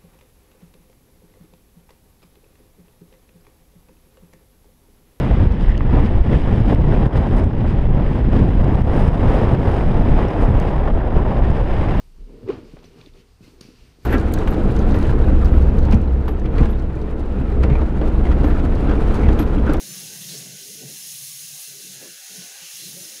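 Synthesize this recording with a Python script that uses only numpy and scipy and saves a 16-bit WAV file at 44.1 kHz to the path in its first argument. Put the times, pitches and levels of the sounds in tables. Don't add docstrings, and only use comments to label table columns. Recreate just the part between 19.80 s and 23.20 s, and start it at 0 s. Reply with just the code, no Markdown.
import sys
import numpy as np
from scipy import signal
from scipy.fft import rfft, irfft, next_fast_len
from scipy.io import wavfile
from scipy.ndimage import uniform_filter1d, map_coordinates

SR = 44100
rng = np.random.default_rng(int(sys.argv[2]) if len(sys.argv) > 2 else 0)


def to_linear_factor(level_db):
    exponent = np.asarray(level_db, float) / 20
    return 10 ** exponent


def unload_wav(signal):
    wavfile.write(
        sys.argv[1],
        SR,
        np.round(np.clip(np.atleast_2d(signal).T, -1, 1) * 32767).astype(np.int16),
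    )


N = 149940

# frequency in Hz, level in dB.
ROOM_COLOUR = [(20, -16), (60, -5), (100, -8), (300, -32), (900, -37)]
# start in seconds, length in seconds, pitch in Hz, level in dB.
SINGING_MODES = [(0.086, 0.14, 187, -52.5), (0.287, 0.14, 146, -51), (0.511, 0.11, 170, -46),
                 (0.824, 0.11, 402, -58), (0.895, 0.15, 194, -54.5), (0.98, 0.099, 439, -53),
                 (1.035, 0.036, 146, -44), (1.294, .27, 143, -56), (1.595, .17, 143, -57),
                 (1.883, 0.1, 140, -59.5), (1.883, 0.13, 425, -61), (1.92, 0.17, 348, -65),
                 (2.04, 0.099, 185, -57), (2.13, 0.074, 151, -61), (2.217, 0.024, 575, -53),
                 (2.222, 0.031, 345, -57), (2.216, .06, 439, -58), (2.264, 0.062, 195, -61.5),
                 (2.586, 0.023, 180, -47), (3.144, 0.075, 185, -55), (2.503, 0.14, 189, -58),
                 (2.485, .25, 425, -61), (2.825, 0.02, 165, -59), (2.834, 0.046, 345, -68),
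                 (1.333, .08, 1150, -68.5), (1.504, 0.17, 1150, -71), (2.73, .06, 803, -62),
                 (3.028, .05, 350, -63), (3.045, 0.043, 185, -51), (3.148, 0.14, 345, -57.5),
                 (3.173, 0.025, 555, -53), (3.217, 0.15, 530, -64.5)]
# start in seconds, length in seconds, level in dB,
# share landing near the wall in dB.
BASIN_POURS = [(0, 0.027, -43, -5.5), (0.067, 0.27, -43, -11), (0.386, 0.077, -41.5, -13),
               (0.496, 0.12, -40.5, -8.5), (0.647, 0.085, -43, -9.5), (0.785, 0.046, -50.5, -5.5),
               (0.858, 0.17, -50, -4), (1.01, 0.093, -44, -3.5), (1.15, 0.092, -54.5, -9.5),
               (1.287, 0.19, -53.5, -40), (1.596, 0.14, -55, -16), (1.883, 0.14, -58, -2),
               (2.037, 0.14, -49.5, -6.5), (2.215, 0.028, -54.5, 8), (2.28, 0.017, -57.5, -1),
               (2.503, 0.12, -55.5, 2.5), (2.693, 0.082, -78, 7), (2.805, 0.02, -62, -15),
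               (2.923, 0.038, -55.5, -20), (2.996, 0.19, -48, -7), (3.224, 0.093, -68.5, 11),
               (3.313, 0.088, -63.5, 2)]
# time in seconds, peak in dB.
BASIN_SLUGS = [(0.085, -46), (0.155, -37), (0.269, -44), (0.516, -51), (1.054, -38), (1.302, -35),
               (1.35, -30), (1.403, -30.5), (1.559, -60), (1.623, -30), (1.887, -35), (2.125, -48),
               (2.516, -53), (2.589, -33), (2.937, -47), (3.004, -61), (3.05, -46)]
# frequency in Hz, width in Hz, level in dB.
MIDDLE_MODES = [(78, 7, -13), (108, 9, -6), (133, 14, -1), (151, 11, 0), (169, 9, -3), (187, 9, -2),
                (207, 8, -8)]
# frequency in Hz, width in Hz, level in dB.
WALL_MODES = [(188, 9, -2), (207, 9, -2), (240, 34, -2), (300, 30, -3), (345, 24, -1), (402, 11, -1),
              (439, 11, 0), (520, 50, -6), (590, 40, -7), (720, 70, -13), (830, 60, -16)]
# start in seconds, level in dB, length in seconds, centre in Hz.
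HAND_SPLASHES = [(0.322, -49, 0.035, 6440), (0.416, -44, 0.036, 3600), (0.472, -43, 0.061, 6260),
                 (0.488, -40, 0.046, 4030), (0.535, -40, 0.029, 4800), (0.572, -40, 0.02, 5900),
                 (1.28, -45, 0.056, 6400), (1.47, -42, 0.04, 6440), (1.68, -45, .06, 6540),
                 (0.576, -43, 0.029, 8850), (1.748, -61, 0.084, 710), (1.795, -41, 0.052, 10200),
                 (2.22, -55, 0.025, 1530), (2.602, -44, 0.048, 5130), (2.797, -48, 0.16, 2760),
                 (2.993, -43.5, 0.084, 4270)]
# frequency in Hz, level in dB.
STEEL_RINGS = [(1651, -7.5), (2060, -2.5), (2617, -39), (2690, 1), (2821, -2), (3760, -12), (4113, 6),
               (5300, 7), (5502, -13), (6390, 6), (6716, 8.5), (9679, 2.5), (10454, 2.5)]
# time in seconds, spray level in dB, fine fizz level in dB,
# level caught in the hands in dB.
STREAM_MOVES = [(0, -42.5, -0.5, -13.5), (.2, -40, 0, -13), (.4, -42.5, 1, -13.5), (.62, -41, -2, -13.5),
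                (.76, -42, -3, -14), (.9, -41.5, 0.5, -20), (1.03, -42.5, -1.5, -16), (1.12, -42, 1.5, -14),
                (1.27, -41.5, 3, -18), (1.75, -42.5, 2.5, -17), (2.1, -42, -0.5, -17.5), (2.2, -44, -2, -5),
                (2.42, -43.5, -2.5, -9), (2.57, -41.5, -2.5, -12), (2.75, -43.5, -3.5, -7.5),
                (3.0, -41, 1, -16.5), (3.2, -42.5, 0, -13.5), (3.4, -42.5, -2, -12)]
# frequency in Hz, level in dB.
SPRAY_COLOUR = [(1120, -56), (1900, -14), (2490, -11), (2810, -6.5), (3460, -6), (4110, -4.5), (4700, -5.5),
                (6460, 0), (8200, -11), (10700, -87), (18000, -120)]
# frequency in Hz, level in dB.
FIZZ_COLOUR = [(4590, -6.5), (7800, -6), (9320, 2), (10500, 2), (13200, -3), (14300, -6), (14600, 0),
               (15750, -7.5)]
# frequency in Hz, level in dB.
GURGLE_COLOUR = [(450, -9.5), (640, -6), (850, -6.5), (1000, -12.5), (1150, -7), (1320, -10), (1650, -1.5),
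                 (2800, -4.5)]
# frequency in Hz, width in Hz, level in dB.
CUPPED_RINGS = [(1495, 14, -4), (1651, 12, 2), (2821, 16, -3)]
# start in seconds, length in seconds,
# centre in Hz, width in Hz.
SHUT_BANDS = [(.76, .05, 300, 160), (.9, .05, 750, 280), (.92, .11, 1060, 110), (.94, .07, 1060, 90),
              (1.13, .06, 530, 160), (1.2, .08, 980, 140), (1.44, .13, 285, 80), (.94, .08, 1060, 110),
              (2.95, .12, 945, 80), (2.12, .12, 1150, 200), (2.44, .05, 500, 200), (1.46, .08, 1000, 100),
              (1.8, .24, 970, 110), (1.82, .04, 330, 260), (2.28, .1, 1000, 400), (2.42, .06, 170, 220),
              (2.5, .1, 1200, 220), (2.72, .04, 170, 200), (2.87, .05, 170, 220), (2.94, .14, 940, 140),
              (3, .1, 830, 100)]
# start in seconds, length in seconds, low edge in Hz.
SIDE_BANDS = [(.08, .07, 5400), (.7, .03, 11000), (.7, .03, 6900), (1.025, .03, 11700), (1.025, .03, 6900),
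              (1.21, .03, 7600), (1.21, .03, 5100), (1.675, .03, 5100), (1.745, .05, 9600),
              (2.12, .05, 14400), (2.21, .03, 9000), (2.325, .03, 4200), (2.585, .03, 11000),
              (2.63, .05, 10700), (2.63, .05, 8300), (2.72, .05, 13800), (2.72, .05, 7900),
              (3.2, .06, 6400)]

RING_Q = 150


def unit(x):
    return x / np.sqrt(np.mean(x ** 2) + 1e-20)


def filtered(x, response):
    m = next_fast_len(N + SR // 2)
    return irfft(rfft(x, m) * response(np.fft.rfftfreq(m, 1 / SR)), m)[..., :N]


def colour(points):
    f, db = np.transpose(points)
    return lambda hz: to_linear_factor(np.interp(np.log(hz + 1), np.log(f + 1), db, -120, -120))


def modes(table):
    def response(f):
        total = 0
        for k, (centre, width, db) in enumerate(table):
            damping = 1j * f * width
            total = total + (-1) ** k * to_linear_factor(db) * damping / (centre * centre - f * f + damping)
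        return total
    return response


def steel(ring_dbs):
    return modes([(hz, hz / RING_Q, db) for (hz, _), db in zip(STEEL_RINGS, ring_dbs)])


def wobble(rate):
    knots = rng.standard_normal(int(N * 40 / SR) + 4)
    return map_coordinates(knots, [np.arange(N) * min(rate, 40) / SR])


def patchy(patchy_db, wide=6, long=14, holes_db=0):
    z = signal.stft(rng.standard_normal(N), nperseg=512)[2]
    field = uniform_filter1d(rng.standard_normal(z.shape), wide, 0)
    field = unit(uniform_filter1d(field, long, 1))
    gain = to_linear_factor(patchy_db * field + holes_db * np.minimum(field, 0))
    return signal.istft(z * gain, nperseg=512)[1][:N]


def hold(start, length, attack, release):
    corners = [start - attack, start, start + length, start + length + release]
    return np.interp(np.arange(N) / SR, corners, [0, 1, 1, 0])


def drops(count, centre_hz, spread, cycles, size_db):
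    draw, t = rng.random((count, 2)), np.arange(160) / SR
    hz = np.clip(centre_hz * np.exp(spread * rng.standard_normal((count, 1))), 900, 15000)
    size = to_linear_factor(-size_db * np.log(draw[:, :1] + 1 / 20))
    rise = 1 + 0.06 * hz * t / cycles
    ring = size * np.sin(2 * np.pi * hz * t * rise) * np.exp(-hz * t / cycles)
    where = (draw[:, 1:] * N).astype(int) + np.arange(160)
    return unit(np.bincount(where.ravel(), ring.ravel(), N + 160)[:N])


def room_tone():
    return to_linear_factor(-79) * unit(filtered(rng.standard_normal(N), colour(ROOM_COLOUR)))


def kitchen(x):
    t60_s, delay = 0.2, 150
    tail = rng.standard_normal(SR // 4) * to_linear_factor(-60 * np.arange(SR // 4) / SR / t60_s)
    return signal.fftconvolve(np.pad(x, (delay, 0)), tail / np.linalg.norm(tail))[:N]


def singing():
    flutter_db = 4 * (wobble(40) - .5)
    drift = 1 + .028 * wobble(35)
    shifts = rng.integers(0, N, len(SINGING_MODES))
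    out = np.zeros(N)
    for (start, length, hz, db), shift in zip(SINGING_MODES, shifts):
        phase = 2 * np.pi * hz * np.cumsum(np.roll(drift, shift)) / SR
        level = to_linear_factor(db + np.roll(flutter_db, shift)) * hold(start, length, .01, .025)
        out += level * np.sqrt(2) * np.sin(phase)
    return out


def struck(force, table, slug_db, slug_s, top_hz):
    response = modes(table)
    noise_gain = np.sqrt(np.mean(np.abs(response(np.linspace(0, SR / 2, 8192))) ** 2))
    push = force * to_linear_factor(2 * wobble(39) - 2.5) * rng.standard_normal(N) / noise_gain
    t = np.arange(N) / SR
    for when, db in BASIN_SLUGS:
        push = push + to_linear_factor(db + slug_db) * np.exp(-((t - when) / slug_s) ** 2)
    return filtered(push, lambda f: response(f) / (1 + (f / top_hz) ** 6))


def basin():
    middle, wall = np.full(N, to_linear_factor(-72.5)), np.full(N, to_linear_factor(-72.5))
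    for start, length, db, wall_db in BASIN_POURS:
        pour = to_linear_factor(db - 0.5) * hold(start, length, 0.015, 0.054)
        middle = middle + pour
        wall = wall + to_linear_factor(wall_db) * pour
    low = struck(middle, MIDDLE_MODES, slug_db=0.5, slug_s=0.0019, top_hz=230)
    high = struck(wall, WALL_MODES, slug_db=-11.5, slug_s=0.16 * 0.0019, top_hz=1000)
    return filtered(low + high, lambda f: 1 / (1 + (120 / (f + 1)) ** 4))


def splashes():
    wall = steel([6] * len(STEEL_RINGS))
    spray = filtered(rng.standard_normal(N), lambda f: 1 + wall(f))
    out = np.zeros(N)
    for start, db, length, hz in HAND_SPLASHES:
        stretch = np.roll(spray, rng.integers(N))
        burst = unit(filtered(stretch, modes([(hz, 0.3 * hz, 0)])))
        out += to_linear_factor(db) * hold(start, 0.59 * length, 0.011, length) * burst
    return out


def aerated_spray():
    bubbles = drops(count=9000, centre_hz=6000, spread=.7, cycles=3, size_db=3)
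    bright = unit(filtered(bubbles, lambda f: 1j * f ** .5))
    return patchy(patchy_db=1.2, wide=1, long=10) + to_linear_factor(-7) * bright


def cupped_hands():
    bubbles = drops(count=900, centre_hz=1530, spread=0.38, cycles=4.4, size_db=5.0)
    churn = patchy(patchy_db=3, wide=1, long=20, holes_db=3.5) + 0.1 * bubbles
    gurgle = unit(filtered(churn, colour(GURGLE_COLOUR)))
    return gurgle + to_linear_factor(-7.5) * unit(filtered(churn, modes(CUPPED_RINGS)))


def stream():
    when, *columns = np.transpose(STREAM_MOVES)
    level_db, fizz_db, caught_db = [np.interp(np.arange(N) / SR, when, c) for c in columns]
    level_db = level_db + .5 * wobble(13.0) + 0.45 * wobble(25.68)
    body = unit(filtered(aerated_spray(), colour(SPRAY_COLOUR)))
    ringing = filtered(patchy(patchy_db=1.5, long=6), steel([db for _, db in STEEL_RINGS]))
    body = body + to_linear_factor(-6) * unit(ringing)
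    fizz = to_linear_factor(fizz_db + 0.51 * wobble(5.97)) * unit(filtered(aerated_spray(), colour(FIZZ_COLOUR)))
    hands = to_linear_factor(caught_db - 1.5 + 0.76 * wobble(7.76)) * cupped_hands()
    return to_linear_factor(level_db) * (to_linear_factor(0.14) * body + fizz + hands)


def scene():
    water = stream() + splashes()
    mono = room_tone() + to_linear_factor(-17) * kitchen(water) + singing() + basin() + water
    return np.array([mono, mono])


def suppress(x):
    quiet_db, squeeze, deepest_db, shut_db = -88, 2.2, -22, -12
    hz, t, z = signal.stft(x, SR, nperseg=2048, noverlap=1536)
    power = uniform_filter1d(uniform_filter1d(np.abs(z) ** 2, 3, 0), 6, 1)
    level_db = 10 * np.log10(np.abs(power) + 1e-14)
    cut_db = np.clip(squeeze * (level_db - quiet_db), deepest_db, 0)
    for start, length, centre, width in SHUT_BANDS:
        in_band = np.abs(hz - centre) < width / 2
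        cut_db = cut_db + shut_db * np.outer(in_band, (t > start) & (t < start + length))
    return signal.istft(z * to_linear_factor(cut_db), nperseg=2048, noverlap=1536)[1][:N]


def side_noise(mono):
    late = np.roll(mono, 3000)
    side = np.zeros(N)
    for start, length, low_hz in SIDE_BANDS:
        band = filtered(late, lambda f: (f > low_hz) & (f < low_hz + 1400))
        side += hold(start + .012, length - .024, .011, .011) * band
    return to_linear_factor(-4) * np.array([side, -side])


def band_limit(x):
    return signal.sosfilt(signal.butter(12, 16520, fs=SR, output="sos"), x)


def record(dry):
    top_hz = 15760
    dry = filtered(dry, lambda f: np.clip((top_hz - f) / 30, 0, 1))
    mono = suppress(dry[0])
    mix = np.array([mono, mono]) + side_noise(mono)
    return band_limit(mix)


dry = scene()
out = record(dry)
unload_wav(out)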